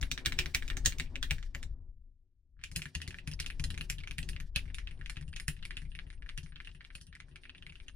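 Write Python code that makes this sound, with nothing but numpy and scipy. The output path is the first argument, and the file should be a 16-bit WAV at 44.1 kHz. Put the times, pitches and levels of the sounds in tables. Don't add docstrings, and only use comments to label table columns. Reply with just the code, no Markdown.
import sys
import numpy as np
from scipy import signal
from scipy.fft import rfft, irfft, next_fast_len
from scipy.io import wavfile
from scipy.ndimage import uniform_filter1d, map_coordinates

SR = 44100
rng = np.random.default_rng(int(sys.argv[2]) if len(sys.argv) > 2 else 0)


def to_wav(sig):
    pcm = np.clip(np.atleast_2d(sig), -1, 1) * 32767
    pcm = np.round(pcm).astype(np.int16)
    wavfile.write(sys.argv[1], SR, pcm.T)


def level_to_linear(level):
    exponent = np.asarray(level, float) / 20
    return 10 ** exponent


N = 350595

# frequency in Hz, width in Hz, level in dB.
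CLACK_MODES = [(1750, 810, -4), (1890, 298, 0.5), (2230, 11, -21), (2430, 120, -9), (2770, 35, -8),
               (3910, 3040, -9)]
# frequency in Hz, width in Hz, level in dB.
CAP = [(4150, 70, -0.5), (4960, 1500, -6.5), (6390, 1210, 0), (6540, 2330, -3.5)]
# frequency in Hz, width in Hz, level in dB.
SPRING = [(8920, 310, 1), (10070, 830, 0.5), (11000, 590, -4)]
# frequency in Hz, width in Hz, level in dB.
BOARD = [(44, 51, -2), (80.05, 11.2, 0.5), (145.5, 20, -3), (168, 26.3, -4), (276, 16, -10), (363, 38, -38)]
# frequency in Hz, width in Hz, level in dB.
PANEL = [(244.8, 27, 1), (266.6, 36, -0.5), (362.5, 12.7, 0), (452, 250, -16.5), (558, 49, -10),
         (950, 1200, -18.5)]
# frequency in Hz, width in Hz, level in dB.
WIDE_CAP = [(3720, 390, -0.5), (4820, 1300, -2), (5220, 420, -3.5), (5660, 170, -2), (6900, 1500, -9.5)]
# frequency in Hz, width in Hz, level in dB.
WIRE = [(8330, 220, -1), (9630, 310, -6.5), (11400, 1700, -10.5)]
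# frequency in Hz, width in Hz, level in dB.
EDGE = [(10990, 2200, -8.5), (15400, 1200, -10.5)]
# delay in seconds, level in dB.
NEAR_ECHO = (.00579, -7.5)

# time in seconds, sway in dB.
HAND_SWAY = [(0, -30.5), (.2, -48), (.26, -41), (.9, -36), (1.0, -42), (1.15, -39), (1.35, -36),
             (1.53, -45.5), (1.72, -34.5), (1.92, -47.5), (2.32, -66), (2.8, -48.5), (2.92, -80),
             (3.3, -42), (5.4, -42), (6.33, -46), (7.5, -59), (7.95, -46)]
# time in seconds, strength in dB.
PALM_RUB = [(0.0, -60), (0.26, -64), (1.26, -67), (1.55, -66.5), (1.88, -86.5), (2.48, -84), (2.68, -81),
            (2.79, -67), (3.54, -66), (3.74, -70.5), (4.45, -72.5), (4.67, -72), (5.4, -75.5), (6.24, -75),
            (6.53, -77), (7.95, -79)]
# start in seconds, clack peak in dB, clack in Hz, tick in dB, thump in dB.
BRUSH = [
    (2.568, -68, 1390, -38.5, 6),
    (7.284, -56, 1500, -19, -9),
    (7.313, -57.5, 2700, -34, 10),
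]
# start in seconds, clack peak in dB, clack in Hz, tick in dB, thump in dB.
WIDE_PRESS = [(0.013, -39.5, 1940, 1, 6.5), (0.028, -23, 1890, -14.5, -10), (0.1147, -21, 2430, -7.5, -15),
              (0.2596, -17.5, 1890, -4.5, -12.5), (0.3221, -23, 1910, -17, -14.5),
              (.389, -16, 2430, -10, -16.5), (0.4588, -24.5, 1890, -11.5, -11),
              (0.5475, -15.5, 2430, -9, -17.5), (0.6792, -34.5, 2440, -7.5, -8.5),
              (0.701, -24, 1810, -14, -16), (.7693, -27.5, 1830, -9.5, -6), (0.851, -31.5, 3800, -6, -10),
              (0.8591, -15, 3100, -3.5, -12), (0.9845, -37.5, 2180, -3, 0.5),
              (0.9981, -22.5, 2310, -10.5, -14), (1.0602, -50.5, 2400, -35.5, 6),
              (1.3087, -18.5, 2430, -11, -11.5), (1.5487, -24.5, 1890, -17, -11.5)]
# start in seconds, clack peak in dB, clack in Hz, tick in dB, thump in dB.
FIRM_PRESS = [(2.592, -53.5, 1400, -26.5, 5), (2.614, -49, 1870, -23, -3.5),
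              (2.7152, -40, 1900, -12.5, 1.5), (2.761, -25.5, 2580, -6.5, -5.5),
              (2.856, -29.5, 1810, -21, -8), (2.951, -24, 2770, -11, -6), (3.0771, -33, 1960, -8, 0),
              (3.2747, -30.5, 2400, -13, 2), (3.3146, -39, 2700, -7, 6), (3.4003, -26.5, 2400, -7, -7.5),
              (3.5015, -29.5, 2450, -20, -18), (3.5968, -31, 2420, -14, 5), (3.64, -27.5, 3220, -7, -1.5),
              (3.7036, -33.5, 2900, -9, -9), (3.81, -26, 2610, -16.5, -12),
              (3.8995, -23.5, 2450, -9, -11.5), (3.9257, -36.5, 2180, -14, -4.5),
              (3.9838, -37.5, 2770, -19, -3), (4.1103, -28, 2400, -18, -9.5),
              (4.1828, -25.5, 2500, -12.5, -6.5), (4.2283, -39.5, 2780, -8.5, 4),
              (4.289, -31.5, 2550, -9, -4), (4.3322, -40.5, 2700, -23, 5.5),
              (4.4014, -33, 1660, -16.5, -11)]
# start in seconds, clack peak
# in dB, clack in Hz, tick in dB, thump in dB.
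EASY_PRESS = [(4.56, -18.5, 2510, -11.5, -8), (4.656, -45.5, 1860, -29, 9), (4.7011, -42.5, 1800, -32, 1.5),
              (4.91, -43, 2400, -20.5, -2), (4.9918, -55, 1940, -18, 16.5), (5.0124, -36.5, 1700, -31, -6),
              (5.1689, -33, 2590, -28, -1.5), (5.2115, -43.5, 1800, -10.5, 8),
              (5.2796, -49, 2770, -12.5, 10), (5.328, -51, 3100, -23, -14),
              (5.3989, -28.5, 1890, -16.5, -17), (5.4808, -21.5, 2720, -10.5, -5),
              (5.566, -47, 2700, -21, -5), (5.6267, -40, 2770, -27, -24), (5.769, -29.5, 2580, -20.5, -11),
              (5.8188, -44, 1890, -17, 6), (5.8525, -50, 2160, -21, 8), (5.9174, -45.5, 2770, -37, -2.5),
              (5.951, -35.5, 2430, -23, -8.5), (5.9898, -27.5, 1890, -42, -21),
              (6.067, -50.5, 2770, -26, 9.5), (6.3766, -33, 2540, -12, -3.5), (6.4312, -51, 3140, -8, 14),
               (6.4617, -42.5, 1890, -23, -8), (6.522, -45.5, 1750, -45, -5.5), (6.559, -38, 2540, -41, -9),
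               (6.6728, -34.5, 2740, -26, -11), (6.7485, -45.5, 2700, -19, -3.5),
               (6.9519, -33.5, 2570, -13, -10.5), (7.0124, -46.5, 3000, -6, -1),
               (7.072, -56.5, 2770, -18, 11.5), (7.1276, -42, 1780, -45, -9), (7.4349, -43, 2560, -32, -31),
               (7.5486, -40.5, 2500, -45, -15), (7.5775, -54, 2740, -39, -1),
               (7.6656, -35, 2150, -22.5, -13), (7.6947, -45, 2640, -44, 0.5),
               (7.723, -42.5, 2200, -25, -20), (7.801, -41, 2230, -59, -22)]
# start in seconds, clack peak in dB, clack in Hz, tick in dB.
LIGHT_STROKES = [(0.177, -24.5, 1830, -16), (.624, -28.5, 1870, -19), (.923, -30, 1890, -14.5),
                 (1.1565, -25, 2430, -17.5), (1.2279, -21.5, 3330, -9), (1.383, -37, 1720, -18),
                 (1.4278, -36.5, 1890, -16.5), (1.6292, -34, 1880, -10), (2.638, -28, 2440, -16),
                 (2.8193, -27, 2430, -18.5), (3.0169, -31.5, 2760, -9.5), (3.1069, -36.5, 2600, -19),
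                 (3.1439, -31.5, 1720, -25), (3.1858, -33, 2540, -26.5), (3.462, -27, 2580, -11.5),
                 (3.743, -37.5, 1890, -15.5), (3.777, -30.5, 2400, -16.5), (4.036, -38.5, 2180, -21),
                 (4.074, -29.5, 2400, -20.5), (4.3633, -36, 2230, -29), (4.679, -49, 2240, -24),
                 (4.745, -32, 2410, -11), (4.7845, -28.5, 1890, -24), (4.8729, -32.5, 2600, -33),
                 (5.06, -33, 2460, -22.5), (5.097, -26.5, 1890, -17), (5.3625, -33.5, 2500, -12),
                 (5.5924, -56, 2770, -27), (5.6522, -30.5, 2230, -11.5), (5.708, -28.5, 1890, -28),
                       (6.1027, -38.5, 1900, -21.5), (6.1284, -47.5, 1890, -19.5), (6.2228, -38.5, 1760, -32),
                       (6.262, -41, 1710, -31), (6.291, -31.5, 1890, -23.5), (6.6023, -31.5, 1890, -40),
                       (6.648, -44, 2640, -21), (6.8082, -37.5, 1850, -48), (6.849, -36, 1890, -31.5),
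                       (6.9038, -40.5, 1890, -43), (7.1515, -38.5, 2330, -17), (7.2021, -34, 1930, -23.5),
                       (7.3586, -34.5, 2320, -19), (7.4535, -39, 2400, -35), (7.495, -35.5, 2600, -36.5),
                       (7.6242, -39, 2930, -29), (7.7552, -41, 2770, -30), (7.8642, -60, 1900, -14),
                       (7.8827, -35, 2770, -18.5)]
# start in seconds, peak in dB, pitch in Hz.
CHATTER = [(0.0155, -41, 5530), (0.2514, -32, 2370), (0.541, -41, 2200), (0.853, -36, 5610),
           (0.9855, -41, 6400), (1.0133, -45, 2200), (1.3015, -39, 2410), (1.5541, -47, 1930),
           (1.5628, -46, 1970), (2.793, -39, 1720), (2.9483, -43, 1780), (3.0028, -40, 1780),
           (3.067, -46, 2810), (3.1271, -43, 1700), (3.279, -46, 2720), (3.313, -46, 2680),
           (3.3287, -35.5, 2640), (3.3355, -34, 5280), (3.392, -35, 2230), (3.4272, -36, 2810),
           (3.4446, -38, 1630), (3.5998, -33, 3000), (4.003, -42, 2500), (4.008, -46, 2360),
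           (4.0384, -38, 2170), (4.23, -34, 2920), (4.357, -52, 1770), (4.3636, -31, 2680),
           (4.5917, -37, 2120), (4.8884, -51, 1990), (4.9759, -57, 3090), (5.1594, -43, 2590),
           (5.172, -40, 1720), (5.179, -45, 2620), (5.209, -57, 1890), (5.2258, -45, 2300),
           (5.2915, -47, 9000), (5.3303, -39, 1830), (5.3379, -38, 2630), (5.5912, -48, 1970),
           (5.7555, -52, 1650), (5.7756, -38, 3050), (5.958, -44, 2590), (6.1774, -60, 2760),
           (6.2978, -42, 1930), (6.3854, -37, 2750), (6.4904, -60, 1880), (6.6923, -45, 1850),
           (6.715, -47, 2720), (6.844, -48, 3500), (6.9554, -43, 2650), (6.9598, -44, 2540),
           (6.981, -51, 1840), (7.0064, -57, 3530), (7.068, -45, 9000), (7.1653, -45, 1790),
           (7.5, -46, 2670), (7.5809, -45, 2720), (7.6976, -40, 2720), (7.8958, -44, 1500)]
# time in seconds, keycap in Hz, spring in Hz.
KEY_PITCH = [(0.029, 3580, 10460), (0.115, 5900, 8000), (0.178, 3640, 9000), (0.26, 3420, 8400),
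             (0.323, 3640, 8010), (0.389, 5700, 7940), (0.46, 3560, 9600), (0.548, 5800, 9470),
             (0.625, 3670, 8180), (0.68, 5800, 8100), (0.701, 3500, 8230), (0.77, 6570, 8090),
             (0.861, 6770, 8400), (0.923, 4120, 8200), (1.0, 3740, 8490), (1.157, 3610, 7800),
             (1.229, 3630, 9200), (1.309, 3750, 8600), (1.549, 7200, 12000), (1.63, 3840, 7900),
             (2.639, 7240, 9000), (2.763, 5100, 10300), (2.82, 7650, 8900), (2.857, 4060, 8820),
             (2.953, 4400, 9050), (3.017, 4430, 9700), (3.078, 3750, 10500), (3.276, 5520, 9380),
             (3.336, 5280, 9220), (3.401, 3900, 8500), (3.463, 3570, 8800), (3.502, 3620, 10150),
             (3.605, 5190, 10690), (3.646, 4900, 9690), (3.704, 3800, 9160), (3.778, 3960, 10100),
             (3.81, 3980, 10100), (3.9, 7430, 10700), (3.923, 7560, 10790), (4.075, 6050, 9000),
             (4.111, 3630, 10680), (4.184, 3840, 8350), (4.23, 3950, 8200), (4.289, 3530, 9120),
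             (4.401, 3670, 11300), (4.561, 3850, 10060), (4.587, 3710, 9630), (4.746, 3640, 9600),
             (4.785, 5600, 9300), (5.099, 5500, 9820), (5.369, 3630, 9200), (5.4, 5300, 9700),
             (5.482, 5070, 10200), (5.653, 3580, 10070), (5.99, 3610, 9700), (6.291, 3610, 8300),
             (6.379, 5760, 10160), (6.954, 4400, 9400), (7.36, 4130, 9800), (7.666, 4100, 9840)]

LEAD = 600
WIDE_UNTIL_S = 2
LOOSE_FROM_S = 4.6
TIGHT_DB, WIRE_DB = -2.5, -7
LIGHT_THUMP_DB = -22
LIGHT_SPRING_DB = -2.5
SPRING_DB, SPRING_PER_TICK, SPRING_PER_DB = -5, 1, 0.19
SCRAPE_DB = -81
SOFT_BELOW_DB, SOFT_PER_DB = -38, 0.5
SLIDE_DB, SLIDE_DB_PER_S = -22.5, 2800
RATTLE_DB, NUDGE_DB = 6.5, 5
RUB_SLOW_DB, RUB_FAST_DB = 1.5, 3.5


def unit(x):
    return x / np.sqrt(np.mean(x ** 2) + 1e-20)


def curves(rows):
    s, *cols = np.transpose(rows)
    return [np.interp(np.arange(N) / SR, s, c) for c in cols]


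def wobble(rate):
    knots = rng.standard_normal(int(N * rate / SR) + 4)
    return map_coordinates(knots, [np.arange(N) * rate / SR])


def modes(table, f):
    total = 0
    for k, (center, width, db) in enumerate(table):
        damping = 1j * f * width
        total = total + (-1) ** k * level_to_linear(db) * damping / (center * center - f * f + damping)
    return total


def highpass(f, corner_hz):
    return 1j * f / (corner_hz + 1j * f)


def filtered(x, response):
    m = next_fast_len(x.shape[-1] + 1024)
    spectrum = rfft(x, m) * response(np.fft.rfftfreq(m, 1 / SR))
    return irfft(spectrum, m)[..., :x.shape[-1]]


def strokes():
    presses = [(*row, 0) for row in WIDE_PRESS + FIRM_PRESS + EASY_PRESS]
    lights = [(*row, LIGHT_THUMP_DB, LIGHT_SPRING_DB) for row in LIGHT_STROKES]
    brushes = [(*row, 0) for row in BRUSH]
    s, db, hz, tick_db, thump_db, extra_db = np.transpose(sorted(presses + lights) + brushes)
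    struck = level_to_linear(SPRING_DB + SPRING_PER_TICK * tick_db + SPRING_PER_DB * (db + 31))
    scraped = level_to_linear(np.minimum(SCRAPE_DB - db, -9) + 0.68 * extra_db) * (s > LOOSE_FROM_S)
    spring_db = 20 * np.log10(struck + scraped) + extra_db
    spring_db = spring_db + WIRE_DB * (s < WIDE_UNTIL_S) + TIGHT_DB * (s < LOOSE_FROM_S)
    return np.transpose([s, db, hz, tick_db, spring_db, thump_db])


def each_before(moment_s):
    return (strokes()[:, 0] < moment_s)[:, None, None]


def shaken(strength_db, settle_s):
    kicks = np.bincount(np.round(strokes()[:, 0] * SR).astype(int), level_to_linear(strength_db), N)[:N]
    t = np.arange(SR // 2) / SR / settle_s
    swell = t * np.exp(1 - t)
    return np.abs(signal.fftconvolve(kicks, swell)[:N])


def varied(table, f, spread_db):
    each = np.array([(-1) ** k * modes([m], f) for k, m in enumerate(table)])
    strength = level_to_linear(spread_db * rng.standard_normal((len(strokes()), len(table))))
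    return (strength @ each)[:, None]


def pitch_of(column, width_hz, db, f):
    table, s = np.array(KEY_PITCH), strokes()[:, 0]
    row = np.abs(s[:, None] - table[:, 0]).argmin(1)
    known = np.abs(s - table[row, 0]) < .008
    hz = table[row, column][:, None, None]
    return known[:, None, None] * modes([(hz, width_hz, db)], f)


def place(rows, peak_db):
    peak = np.abs(rows.mean(1)).max(-1)[:, None, None]
    rows = rows / peak * level_to_linear(peak_db)[:, None, None]
    out = np.zeros((2, N + SR))
    for s, row in zip(strokes()[:, 0], rows):
        out[:, round(s * SR):][:, :row.shape[1]] += row
    return out[:, LEAD:N + LEAD]


def hand():
    sway_db, = curves(HAND_SWAY)
    s, db, _, _, _, thump_db = strokes().T
    wide = s < WIDE_UNTIL_S
    board_gain = level_to_linear(1.0 * sway_db - 35.0) + shaken(0.9 * (db + thump_db) - 28.0 - 5 * wide, 0.049)
    panel_gain = level_to_linear(curves(PALM_RUB)[0] - 2.5) + shaken(0.73 * db - 62.0 + 4 * wide, 0.069)
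    a, b, c, d, e = rng.standard_normal((5, N))
    nudge = wobble(8.3)
    sway = unit(filtered(a, lambda f: modes([(25.54, 40.2, 0)], f) ** 2 / (1 + 1j * f / 60)))
    nudged = b * level_to_linear(NUDGE_DB * nudge)
    board = unit(filtered(nudged, lambda f: modes(BOARD[1:4], f) * modes([(98.0, 110, 0)], f)))
    rub = np.array([c + 0.6 * d, c + 0.93 * e])
    rub = rub * level_to_linear(RUB_SLOW_DB * nudge + RUB_FAST_DB * wobble(13))
    panel = filtered(rub, lambda f: modes(PANEL, f) * modes([(403, 1600, 0)], f) / (1 + 1j * f / 1200) ** 2)
    return level_to_linear(sway_db - 0.9) * sway + board_gain * board, panel_gain * unit(panel)


def rustle():
    s, db, _, _, spring_db, _ = strokes().T
    caps_gain = shaken(0.43 * db - 74.5, 0.027) + shaken(0.96 * db - 51.5, 0.045)
    coil_gain = shaken(0.2 * (db + spring_db) - 81 - 13 * (s < LOOSE_FROM_S), 0.059)
    coil_gain = coil_gain + level_to_linear(-90) * (np.arange(N) > LOOSE_FROM_S * SR)
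    a, b, c, d = rng.standard_normal((4, N))

    def cap_body(f):
        return (modes(CLACK_MODES, f) + 0.19 * modes(CAP, f)) * modes([(3380, 11000, 0)], f)

    def coil_body(f):
        return modes(SPRING, f) * modes([(9180, 547, 0)], f) ** 2

    caps = filtered(np.array([a + .5 * b, a - .5 * b]), cap_body)
    coils = filtered(np.array([c + 0.34 * d, c - 0.5 * d]), coil_body)
    caps = caps_gain * unit(caps * level_to_linear(3.5 * wobble(45)))
    coils = coil_gain * unit(coils * level_to_linear(5.9 * wobble(37) + 3.1 * wobble(27)))
    return caps + coils * level_to_linear([[-1.5], [1.5]])


def chatter():
    s, db, hz = np.transpose(CHATTER)
    delay_s, echo_db = NEAR_ECHO
    t = np.arange(SR // 30) / SR
    decay = level_to_linear(-60 * t / 0.0043) + level_to_linear(-10 - 60 * t / 0.037)
    tap = rng.standard_normal((len(s), len(t))) * decay + 3 * (t == 0)
    tap = tap + level_to_linear(echo_db) * np.roll(tap, round(delay_s * SR), axis=1) * (t >= delay_s)

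    def body(f):
        ring = modes([(hz[:, None], 500, 0)], f) + 0.28 * modes(CLACK_MODES, f) + 0.12 * modes(CAP, f)
        return ring * modes([(3500, 11500, 0)], f) ** 2

    out = np.zeros(N + SR)
    for at, peak_db, row in zip(s, db, filtered(tap, body)):
        out[round(at * SR):][:len(t)] += row / np.abs(row).max() * level_to_linear(peak_db - 1.0)
    return np.array([out[:N], np.roll(out, shift=3)[:N]])


def thocks():
    s, db, _, _, _, thump_db = strokes().T
    t = (np.arange(SR // 6) - LEAD) / SR
    envelope = level_to_linear(-60 * t / 0.079) * (1 - np.exp(-np.maximum(t, 0) / 0.0037))
    jolt = rng.standard_normal((len(db), 2, len(t))) * envelope
    shared = jolt + 0.22 * jolt[:, ::-1]
    rows = filtered(shared, lambda f: varied(PANEL, f, 3.4) * modes([(407, 2300, 0)], f))
    return place(rows, db + 0.44 * thump_db - 25.5 + 6.4 * (s < WIDE_UNTIL_S))


def thumps():
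    s, db, _, _, _, thump_db = strokes().T
    t = (np.arange(SR // 5) - LEAD) / SR
    deep_hz = np.where(each_before(WIDE_UNTIL_S), 12, 90)
    push = np.exp(-((t - .0045) / 0.0019) ** 2)

    def desk(f):
        return (varied(BOARD, f, 4.5) + modes([(87, 470, -13)], f)) * highpass(f, deep_hz)

    rows = filtered(np.tile(push, (len(db), 1, 1)), desk)
    return place(rows, db + thump_db - 2.43 * (s > WIDE_UNTIL_S))


def strike(blow_t60, tail_db, tail_t60, alike, contact, right_lag):
    t = (np.arange(SR // 7) - LEAD) / SR
    after = np.maximum(t, 0)
    many = len(strokes())
    chance = rng.normal(0, 1, (many, 2))
    slide = level_to_linear(SLIDE_DB + 3 * chance[:, :1] + SLIDE_DB_PER_S * np.minimum(t, 0)) * (t < 0)
    hit = level_to_linear(-60 * after / blow_t60) * (t >= 0)
    blow = rng.standard_normal((many, len(t))) * (hit + slide)
    blow = blow + contact * (t == 0)
    delay_s, echo_db = NEAR_ECHO
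    echoed = blow + level_to_linear(echo_db + 2 * chance[:, 1:]) * np.roll(blow, round(delay_s * SR), axis=1)
    near = np.stack([echoed, np.roll(echoed, right_lag, axis=1)], axis=1)

    a, b = rng.standard_normal((2, many, len(t)))
    grit = level_to_linear(RATTLE_DB * uniform_filter1d(rng.standard_normal((many, len(t))), size=30, axis=1))
    a, b = a * grit, b * grit
    u = np.arccos(np.clip(alike, 0, 1)) / 2
    diffuse = np.stack([np.cos(u) * a + np.sin(u) * b, np.cos(u) * a - np.sin(u) * b], axis=1)
    firm = level_to_linear(np.minimum(SOFT_PER_DB * (strokes()[:, 1] - SOFT_BELOW_DB), 0))[:, None, None]
    build_up = 1 - np.exp(-after * firm ** 2 / 0.00045)
    fade_out = 1 - (after / t[-1]) ** 4
    return firm * near + diffuse * level_to_linear(tail_db - 60 * after / tail_t60) * build_up * fade_out


def soft(f):
    return 1 / (1 + (1j * f / 11000) ** 2 + 1j * f / 11000) ** 3


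def clack_body(f):
    hz = strokes()[:, 2][:, None, None]
    shell = varied(CLACK_MODES, f, 1.8) + modes([(hz, 350, 1.5)], f)
    return shell * (modes([(2400, 3440, 0)], f) / (1 + 1j * f / 5200)) ** 2


def cap_body(f):
    small = varied(CAP, f, 1.8) * modes([(5630, 31200, 0)], f) ** 2
    cap = np.where(each_before(WIDE_UNTIL_S), varied(WIDE_CAP, f, 1.8), small)
    cap = cap + pitch_of(column=1, width_hz=407, db=0.5, f=f)
    return cap * soft(f) * highpass(f, 3500) ** 2


def coil_body(f):
    _, db, _, tick_db, _, _ = strokes().T
    hard = level_to_linear(np.minimum(1.6 * (db + tick_db + 33.5), 2.5))[:, None, None]
    top = hard * modes(EDGE, f) * modes([(13660, 9400, -10.5)], f)
    spring = varied(SPRING, f, 1.8) * modes([(9610, 3400, 0.0033)], f) ** 2 * soft(f) + 0.86 * top
    spring = spring + each_before(LOOSE_FROM_S) * modes([(8790, 5000, -5.5)], f) ** 2
    wire = varied(WIRE, f, 1.8) + 1.2 * top + hard * modes([(15210, 1100, -2)], f) ** 2
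    coil = np.where(each_before(WIDE_UNTIL_S), wire, spring)
    coil = coil + pitch_of(column=2, width_hz=350, db=3.5, f=f)
    return coil * highpass(f, 6000) ** 2


def keys():
    _, db, _, tick_db, spring_db, _ = strokes().T
    case_blow = strike(0.0035, tail_db=-14.5, tail_t60=0.13, alike=0.24, contact=5.78, right_lag=4)
    cap_blow = strike(0.0073, tail_db=-14.0, tail_t60=0.12, alike=0.1, contact=3.3, right_lag=2)
    coil_blow = strike(0.01, tail_db=-8.0, tail_t60=0.14, alike=0.32, contact=3.2, right_lag=0)
    clack = place(filtered(case_blow, clack_body), db - 3.0)
    tick = place(filtered(cap_blow, cap_body), db + tick_db + 4.0)
    ring = place(filtered(coil_blow, coil_body), db + spring_db + 5.5)
    return clack * level_to_linear([[-.1], [.1]]) + tick * level_to_linear([[-.7], [.7]]) + ring * level_to_linear([[-1.5], [1.5]])


def scene():
    low, panel = hand()
    desk_low = (low + thumps()) * level_to_linear([[2.4], [-3.2]])
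    desk_panel = (panel + thocks()) * level_to_linear([[1.1], [-1.1]])
    return desk_low + desk_panel + rustle() + chatter() + keys()


def gate(x, floor_db, depth):
    z = signal.stft(x, nperseg=1024)[2]
    power = uniform_filter1d(np.mean(np.abs(z) ** 2, axis=0), size=9, axis=0)
    gain = (power / (power + level_to_linear(2 * floor_db))) ** depth
    return signal.istft(z * gain, nperseg=1024)[1][:, :N]


def roll_off(x):
    return signal.sosfilt(signal.butter(12, 16810, fs=SR, output="sos"), x)


def record(dry):
    hiss = level_to_linear(-112) * rng.standard_normal(dry.shape)
    rounded = dry / (1 + np.abs(dry / .36) ** 4) ** (1 / 4)
    quiet = gate(rounded, floor_db=-112, depth=2.2)
    finished = filtered(quiet + hiss, lambda f: f < 16700)
    return roll_off(finished)


dry = scene()
out = record(dry)
to_wav(out)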